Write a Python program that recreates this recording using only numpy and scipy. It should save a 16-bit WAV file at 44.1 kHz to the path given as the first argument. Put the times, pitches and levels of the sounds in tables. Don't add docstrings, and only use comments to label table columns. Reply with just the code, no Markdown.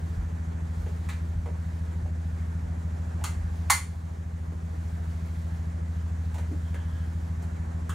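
import sys
import numpy as np
from scipy import signal
from scipy.fft import rfft, irfft, next_fast_len
from scipy.io import wavfile
from scipy.ndimage import uniform_filter1d

SR = 44100
rng = np.random.default_rng(int(sys.argv[2]) if len(sys.argv) > 2 else 0)


def transcribe(u):
    v = np.clip(np.atleast_2d(u).T, -1, 1)
    q = np.round(v * 32767).astype(np.int16)
    wavfile.write(sys.argv[1], SR, q)


N = 350154

# frequency_hz, relative density_db (dB per Hz)
AIR_SPECTRUM = [(25, -30), (55, 0.5), (140, -1), (220, -6.5), (330, -8), (500, -10.5), (800, -11.5),
                (1250, -16.5), (1700, -16), (2200, -23), (2800, -30.5), (5000, -36), (6800, -30.5),
                (15800, -50.5)]
AIR_DB = -45.5
# frequency_hz, level_db (rms before slow drift)
MAINS_TONES = [(120, -62), (239.9, -53.5)]
# time_s, speed_rpm
CRANK_SPEED = [(0.0, 807.5), (1.0, 807.64), (2.0, 808.65), (3.5, 808.16), (5.0, 809.08), (6.5, 808.86),
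               (7.94, 807.78)]
# order (multiple of crank speed), level_db (rms before slow drift).
CRANK_ORDERS = [(2.0, -66.6), (3.0, -59.8), (4.0, -49.9), (5.0, -46.5), (5.5, -55.5), (6.0, -30.9),
                (6.5, -56.3), (7.0, -41.0), (8.0, -55.2), (9.0, -53.2), (10.5, -64.1), (11.0, -53.4),
                (11.5, -63.8), (12.0, -45.4), (12.5, -46.9), (13.0, -48.1), (13.5, -63.5), (14.0, -56.3),
                (14.5, -62.3), (15.0, -59.2), (16.0, -66.7), (19.0, -65.8), (21.0, -66.0), (24.0, -63.4)]
# frequency_hz, width_hz
EXHAUST_RESONANCES = [(82, 6), (168, 7)]
BEAT_TURN = .359
HALF_LEAD_RAD = 1.2
# start_s, level_db, upper_db (added to the upper two modes)
THUMPS = [(.168, -26.5, 2.5), (.776, -33, -1), (1.34, -29, 2), (2.008, -33, 6), (2.64, -35, -5),
          (3.355, -39, 3), (3.389, -35, 2), (3.43, -46, 5)]
# frequency_hz, relative level_db, t60_s
FLOOR_MODES = [(53, 5.5, 0.43), (93.3, 1.5, 0.23), (140, -6, 0.13)]
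# time_s, level_db
HISS_LEVEL = [(0.0, -64), (0.57, -71), (0.821, -62), (1.24, -64), (1.7, -66), (3.07, -68.5), (3.9, -58.5),
              (4.25, -68.5), (4.71, -64.5), (5.57, -61.5), (5.79, -75), (5.97, -64.5), (7.01, -64),
              (7.94, -73)]
# frequency_hz, relative density_db (dB per Hz)
HISS_SPECTRUM = [(800, -29.5), (2000, 4.5), (4000, 6), (7000, 1), (11000, -1.5), (15800, -5.5)]
# frequency_hz, likeness (-1 to 1)
PORT_LIKENESS = [(60, 1.0), (110, 1.0), (200, 0.93), (380, -0.12), (700, -0.32), (1290, -0.06),
                 (2380, 0.34), (4400, 0.82), (8120, 0.54), (15000, 0.14)]
# frequency_hz, left_minus_right_db
PORT_TILT = [(60, 0.0), (110, 0.0), (200, 1.0), (380, -1.0), (700, -2.5), (1290, -2.0), (2380, -1.5),
             (4400, -0.5), (8120, -0.5), (15000, 0.5)]
# frequency_hz, base level_db, slip_db (added at the loudest slip), fade_db_per_s
SQUEAK_BANDS = [(1640, -69, 15, 0.), (3200, -65, 1, -26)]
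SQUEAK_START_S, SQUEAK_LENGTH_S, SQUEAK_PEAK_S = 6.62, .52, .14
# start_s, steel_db, treble_db (tilt of the steel), knock_db, knock_hz
BLOWS = [(0.861, -56, -7, -46, 474), (1.087, -44.5, -3, -48.5, 1990), (1.092, -60, -11, -53, 3580),
         (1.457, -52, -7.5, -43, 530), (2.051, -66, -13, -49.5, 660), (3.209, -56, -8, -48.5, 840),
         (3.239, -35.5, 1, -44.5, 1330), (3.699, -21, 0.5, -25, 1090), (3.704, -20, 4.5, -34, 2060),
         (4.519, -69, 4, -50, 352), (6.341, -50.5, -2, -48, 885), (6.38, -50, -3, -48, 587),
         (6.483, -68, -5, -49.5, 295), (6.512, -60, -7, -41, 262), (6.54, -68, -7, -54, 295),
         (6.74, -49.5, -5, -50, 444), (7.419, -58.5, 2, -58, 590), (7.892, -47.5, 3, -42, 1370),
         (7.896, -66, 1, -52, 2980)]
# frequency_hz, relative level_db (before colouring), t60_s
STEEL_MODES = [(867, -3, .07), (940, -5, .06), (1085, -5, .06), (1142, -2, .09), (1430, -3, .07),
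               (1695, -7, .06), (1922, -7, .08), (2062, -2, .18), (2140, -4, .14), (2234, -5, .12),
               (3100, -10, .05), (3500, -9, .06), (4240, -7, .1), (4328, -4, .16), (4452, -2, .16),
               (4600, -6, .1), (5281, -14, .09), (6652, -7, .13), (7027, -6, .09), (7477, -8, .08),
               (8118, -4, .1), (8393, -4, .1), (8580, -4, .1), (9185, -5, .09), (9400, -3, .1),
               (9470, 0, .12), (10020, -9, .09), (10900, -9, .08), (12150, -1, .13)]
# frequency_hz, gain_db
STEEL_COLOUR = [(120, -56), (700, -10), (900, 0.5), (1300, 2), (2150, -1), (3000, -6.5), (4400, -8.5),
                (5400, -11), (6800, -3.5), (9000, -7), (11500, -13.5), (16000, -19)]
RING_ROUGHNESS = .6
TREBLE_PIVOT_HZ = 4100
RING_DB, RING_PER_DB = 6, .5
RATTLE_DECAY_S, KNOCK_DECAY_S = .012, .01
KNOCK_FALL_DB, KNOCK_SHARPENING = -24, .7
# frequency_hz, t60_s
ROOM_DECAY = [(300, 0.39), (1000, 0.23), (2200, 0.33), (5000, 0.29), (9000, 0.28), (15000, 0.21)]
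# frequency_hz, likeness (-1 to 1)
ECHO_LIKENESS = [(60, 1.0), (130, 0.96), (290, 0.44), (640, 0.45), (1410, 0.42), (3100, 0.66), (6820, 0.71),
                 (15000, 0.25)]
# frequency_hz, left_minus_right_db
RIFLE_TILT = [(60, 0.0), (110, 0.0), (200, 1.0), (380, -2.5), (700, -6.5), (1290, -3.0), (2380, 0.0),
              (4400, 0.0), (8120, 0.5), (15000, 1.0)]
BAND_EDGE_HZ = 15850


def gain_of(db):
    return 10 ** (np.asarray(db) / 20)


def evened(x):
    return x / np.sqrt(np.mean(x ** 2) + 1e-20)


def read(points, hz):
    f, value = np.transpose(points)
    return np.interp(np.log(hz + 1), np.log(f + 1), value)


def add(mix, start_s, sound):
    part = mix[..., round(start_s * SR):][..., :sound.shape[-1]]
    part += sound[..., :part.shape[-1]]


def wander(hz):
    t = np.arange(0, N + 256, 256) / SR
    rates = np.geomspace(hz / 20, hz, 20)
    slow = sum(np.sin(2 * np.pi * (f * t + rng.random())) / np.sqrt(f) for f in rates)
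    return np.interp(np.arange(N) / SR, t, evened(slow))


def noise(spectrum, patchy_db):
    frames, hz = N // 256 + 5, np.fft.rfftfreq(1024, 1 / SR)
    a, b, c, d, patches = rng.standard_normal((frames, 513, 5)).T
    patches = uniform_filter1d(patches, size=12, axis=0)
    patches = evened(uniform_filter1d(patches, size=12, axis=1))
    same = np.clip(read(PORT_LIKENESS, hz), -1, 1)[:, None]
    left, own = a + 1j * b, c + 1j * d
    z = np.array([left, same * left + np.sqrt(1 - same ** 2) * own])
    z *= gain_of(read(spectrum, hz)[:, None] + patchy_db * patches)
    return evened(signal.istft(z, nperseg=1024, noverlap=768)[1][:, :N])


def causal(x, points):
    log_gain = np.log(gain_of(read(points, abs(np.fft.fftfreq(2048, 1 / SR)))))
    taps = np.fft.ifft(np.exp(np.conj(signal.hilbert(log_gain)))).real[:1024]
    return signal.fftconvolve(x, taps)[:len(x)]


def ports(pair, tilt):
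    size = next_fast_len(N)
    half = gain_of(read(tilt, np.fft.rfftfreq(size, 1 / SR)) / 2)
    return irfft(rfft(pair, size) * np.array([half, 1 / half]), size)[:, :N]


def crank():
    rpm = np.interp(np.arange(N) / SR, *np.transpose(CRANK_SPEED))
    return np.cumsum(rpm) / SR / 60 - BEAT_TURN


def air():
    pulse_db = 1.0 * np.cos(2 * np.pi * (crank() - .68))
    swell_db = .5 * wander(hz=3)
    return gain_of(AIR_DB + pulse_db + swell_db) * noise(AIR_SPECTRUM, patchy_db=1)


def mains():
    t = np.arange(N) / SR
    out = np.zeros(N)
    for hz, db in MAINS_TONES:
        level = gain_of(db + .6 * wander(hz=3))
        out += np.sqrt(2) * level * np.sin(2 * np.pi * hz * t)
    return out


def engine():
    turns, out = crank(), np.zeros((2, N))
    for order, db in CRANK_ORDERS:
        hz = order * CRANK_SPEED[0][1] / 60
        responses = [f ** 2 - hz ** 2 + 1j * hz * width for f, width in EXHAUST_RESONANCES]
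        ring_rad = np.angle(-1 / np.prod(responses))
        port_rad = np.array([[0], [(hz / 310) ** 2]])
        port_loss_db = 1.2 * np.minimum(port_rad / .3, 1)
        level = gain_of(db + .7 * wander(hz=5) - port_loss_db)
        half_rad = HALF_LEAD_RAD * (order % 1 > 0)
        out += np.sqrt(2) * level * np.cos(2 * np.pi * order * turns + ring_rad + port_rad + half_rad)
    return out


def thump(db, upper_db):
    t = np.arange(SR // 2) / SR
    ring = np.zeros(len(t))
    for hz, mode_db, t60 in FLOOR_MODES:
        level_db = mode_db + upper_db * (hz > 70) - 60 * t / t60
        ring += gain_of(level_db) * np.sin(2 * np.pi * hz * t)
    return gain_of(db) * ring * np.minimum(t / .024, 1)


def soft_hiss():
    level_db = np.interp(np.arange(N) / SR, *np.transpose(HISS_LEVEL))
    return gain_of(level_db + 1.2 * wander(hz=25)) * noise(HISS_SPECTRUM, patchy_db=1)


def squeak():
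    t = np.arange(0, SQUEAK_LENGTH_S, 1 / SR)
    slip = np.exp(-abs(t - SQUEAK_PEAK_S) / 0.024)
    broken_db = 3 * wander(hz=40.6)[:len(t)]
    out = np.zeros(len(t))
    for hz, db, slip_db, fade_db in SQUEAK_BANDS:
        band = signal.butter(2, [hz * .95, hz * 1.05], "band", fs=SR)
        hiss = evened(signal.lfilter(*band, rng.standard_normal(len(t))))
        out += gain_of(db + slip_db * slip + fade_db * t + broken_db) * hiss
    return out * signal.windows.tukey(len(t), .2)


def room(x):
    taps = np.zeros((2, SR))
    at = np.arange(160, SR - 20, 20) + rng.integers(0, 20, (2, (SR - 161) // 20))
    np.put_along_axis(taps, at, rng.choice([-1., 1.], at.shape), 1)
    hz, t, z = signal.stft(taps, SR, nperseg=256)
    same = np.clip(read(ECHO_LIKENESS, hz), -1, 1)[:, None]
    z = np.array([z[0], same * z[0] + np.sqrt(1 - same ** 2) * z[1]])
    decay = gain_of(-60 * t / read(ROOM_DECAY, hz)[:, None])
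    tail = signal.istft(z * decay, SR, nperseg=256)[1]
    return signal.fftconvolve(x[None], tail / np.linalg.norm(tail[0]), axes=1)[:, :N]


def steel_ring(t):
    draw = rng.random((len(STEEL_MODES), 2))
    hz, mode_db, t60 = np.transpose(STEEL_MODES)[:, :, None]
    struck_db = mode_db + 3 * draw[:, 1:]
    loose = rng.standard_normal((len(STEEL_MODES), len(t)))
    loose = evened(uniform_filter1d(loose, size=300, axis=1))
    envelope = gain_of(struck_db - 60 * t / t60) * (1 + RING_ROUGHNESS * loose)
    return (envelope * np.sin(2 * np.pi * (hz * t + draw[:, :1]))).sum(0)


def blow(steel_db, treble_db, knock_db, knock_hz):
    rise_s = 0.0003 * gain_of(-.9 * (max(steel_db, knock_db) + 21.5))
    t = np.arange(SR // 3) / SR
    start = np.minimum(t / rise_s, 1)
    ring = steel_ring(t)
    contacts = rng.standard_normal(len(t)) * (0.26 + (rng.random(len(t)) < .1))
    rattle = evened(contacts * np.exp(-t / RATTLE_DECAY_S))
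    steel = gain_of(RING_DB + RING_PER_DB * steel_db) * evened(ring) + rattle
    colour = [(f, db + treble_db * np.tanh(2 * np.log(f / TREBLE_PIVOT_HZ))) for f, db in STEEL_COLOUR]
    steel = causal(steel * start, colour)
    fall_db = KNOCK_FALL_DB * (knock_hz / 1000) ** KNOCK_SHARPENING
    octaves = np.linspace(-3, 3, 37)
    hump = [(knock_hz * 2. ** k, max(fall_db * abs(k) ** 1.5, -60)) for k in octaves]
    knock = causal(contacts * np.exp(-t / KNOCK_DECAY_S) * start, hump)
    steel *= gain_of(steel_db) / np.sqrt(np.mean(steel[:900] ** 2))
    knock *= gain_of(knock_db) / np.sqrt(np.mean(knock[:900] ** 2))
    return steel + knock


def scene():
    rifle, floor = np.zeros(N), np.zeros(N)
    for start_s, *settings in BLOWS:
        add(rifle, start_s, blow(*settings))
    add(rifle, SQUEAK_START_S, squeak())
    for start_s, *settings in THUMPS:
        add(floor, start_s, thump(*settings))
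    near = ports(rifle + gain_of(0.04) * room(rifle), RIFLE_TILT)
    background = ports(air() + soft_hiss(), PORT_TILT) + engine() + mains()
    return background + floor + near


def record(dry):
    power_db = 10 * np.log10(abs(uniform_filter1d((dry ** 2).mean(0), size=900)) + 1e-12)
    fall_db = np.arange(N) * 10.2 / SR
    held_db = np.maximum.accumulate(power_db + fall_db) - fall_db
    over_db = np.maximum(held_db + 27.5, 0)
    keep = np.exp(-1 / (0.019 * SR))
    dip_db = signal.lfilter([1 - keep], [1, -keep], 0.37 * over_db)
    ducked = dry / gain_of(dip_db)
    low_pass = signal.firwin(511, BAND_EDGE_HZ, window=("kaiser", 9), fs=SR)
    return signal.oaconvolve(ducked, low_pass[None], "same")


dry = scene()
out = record(dry)
transcribe(out)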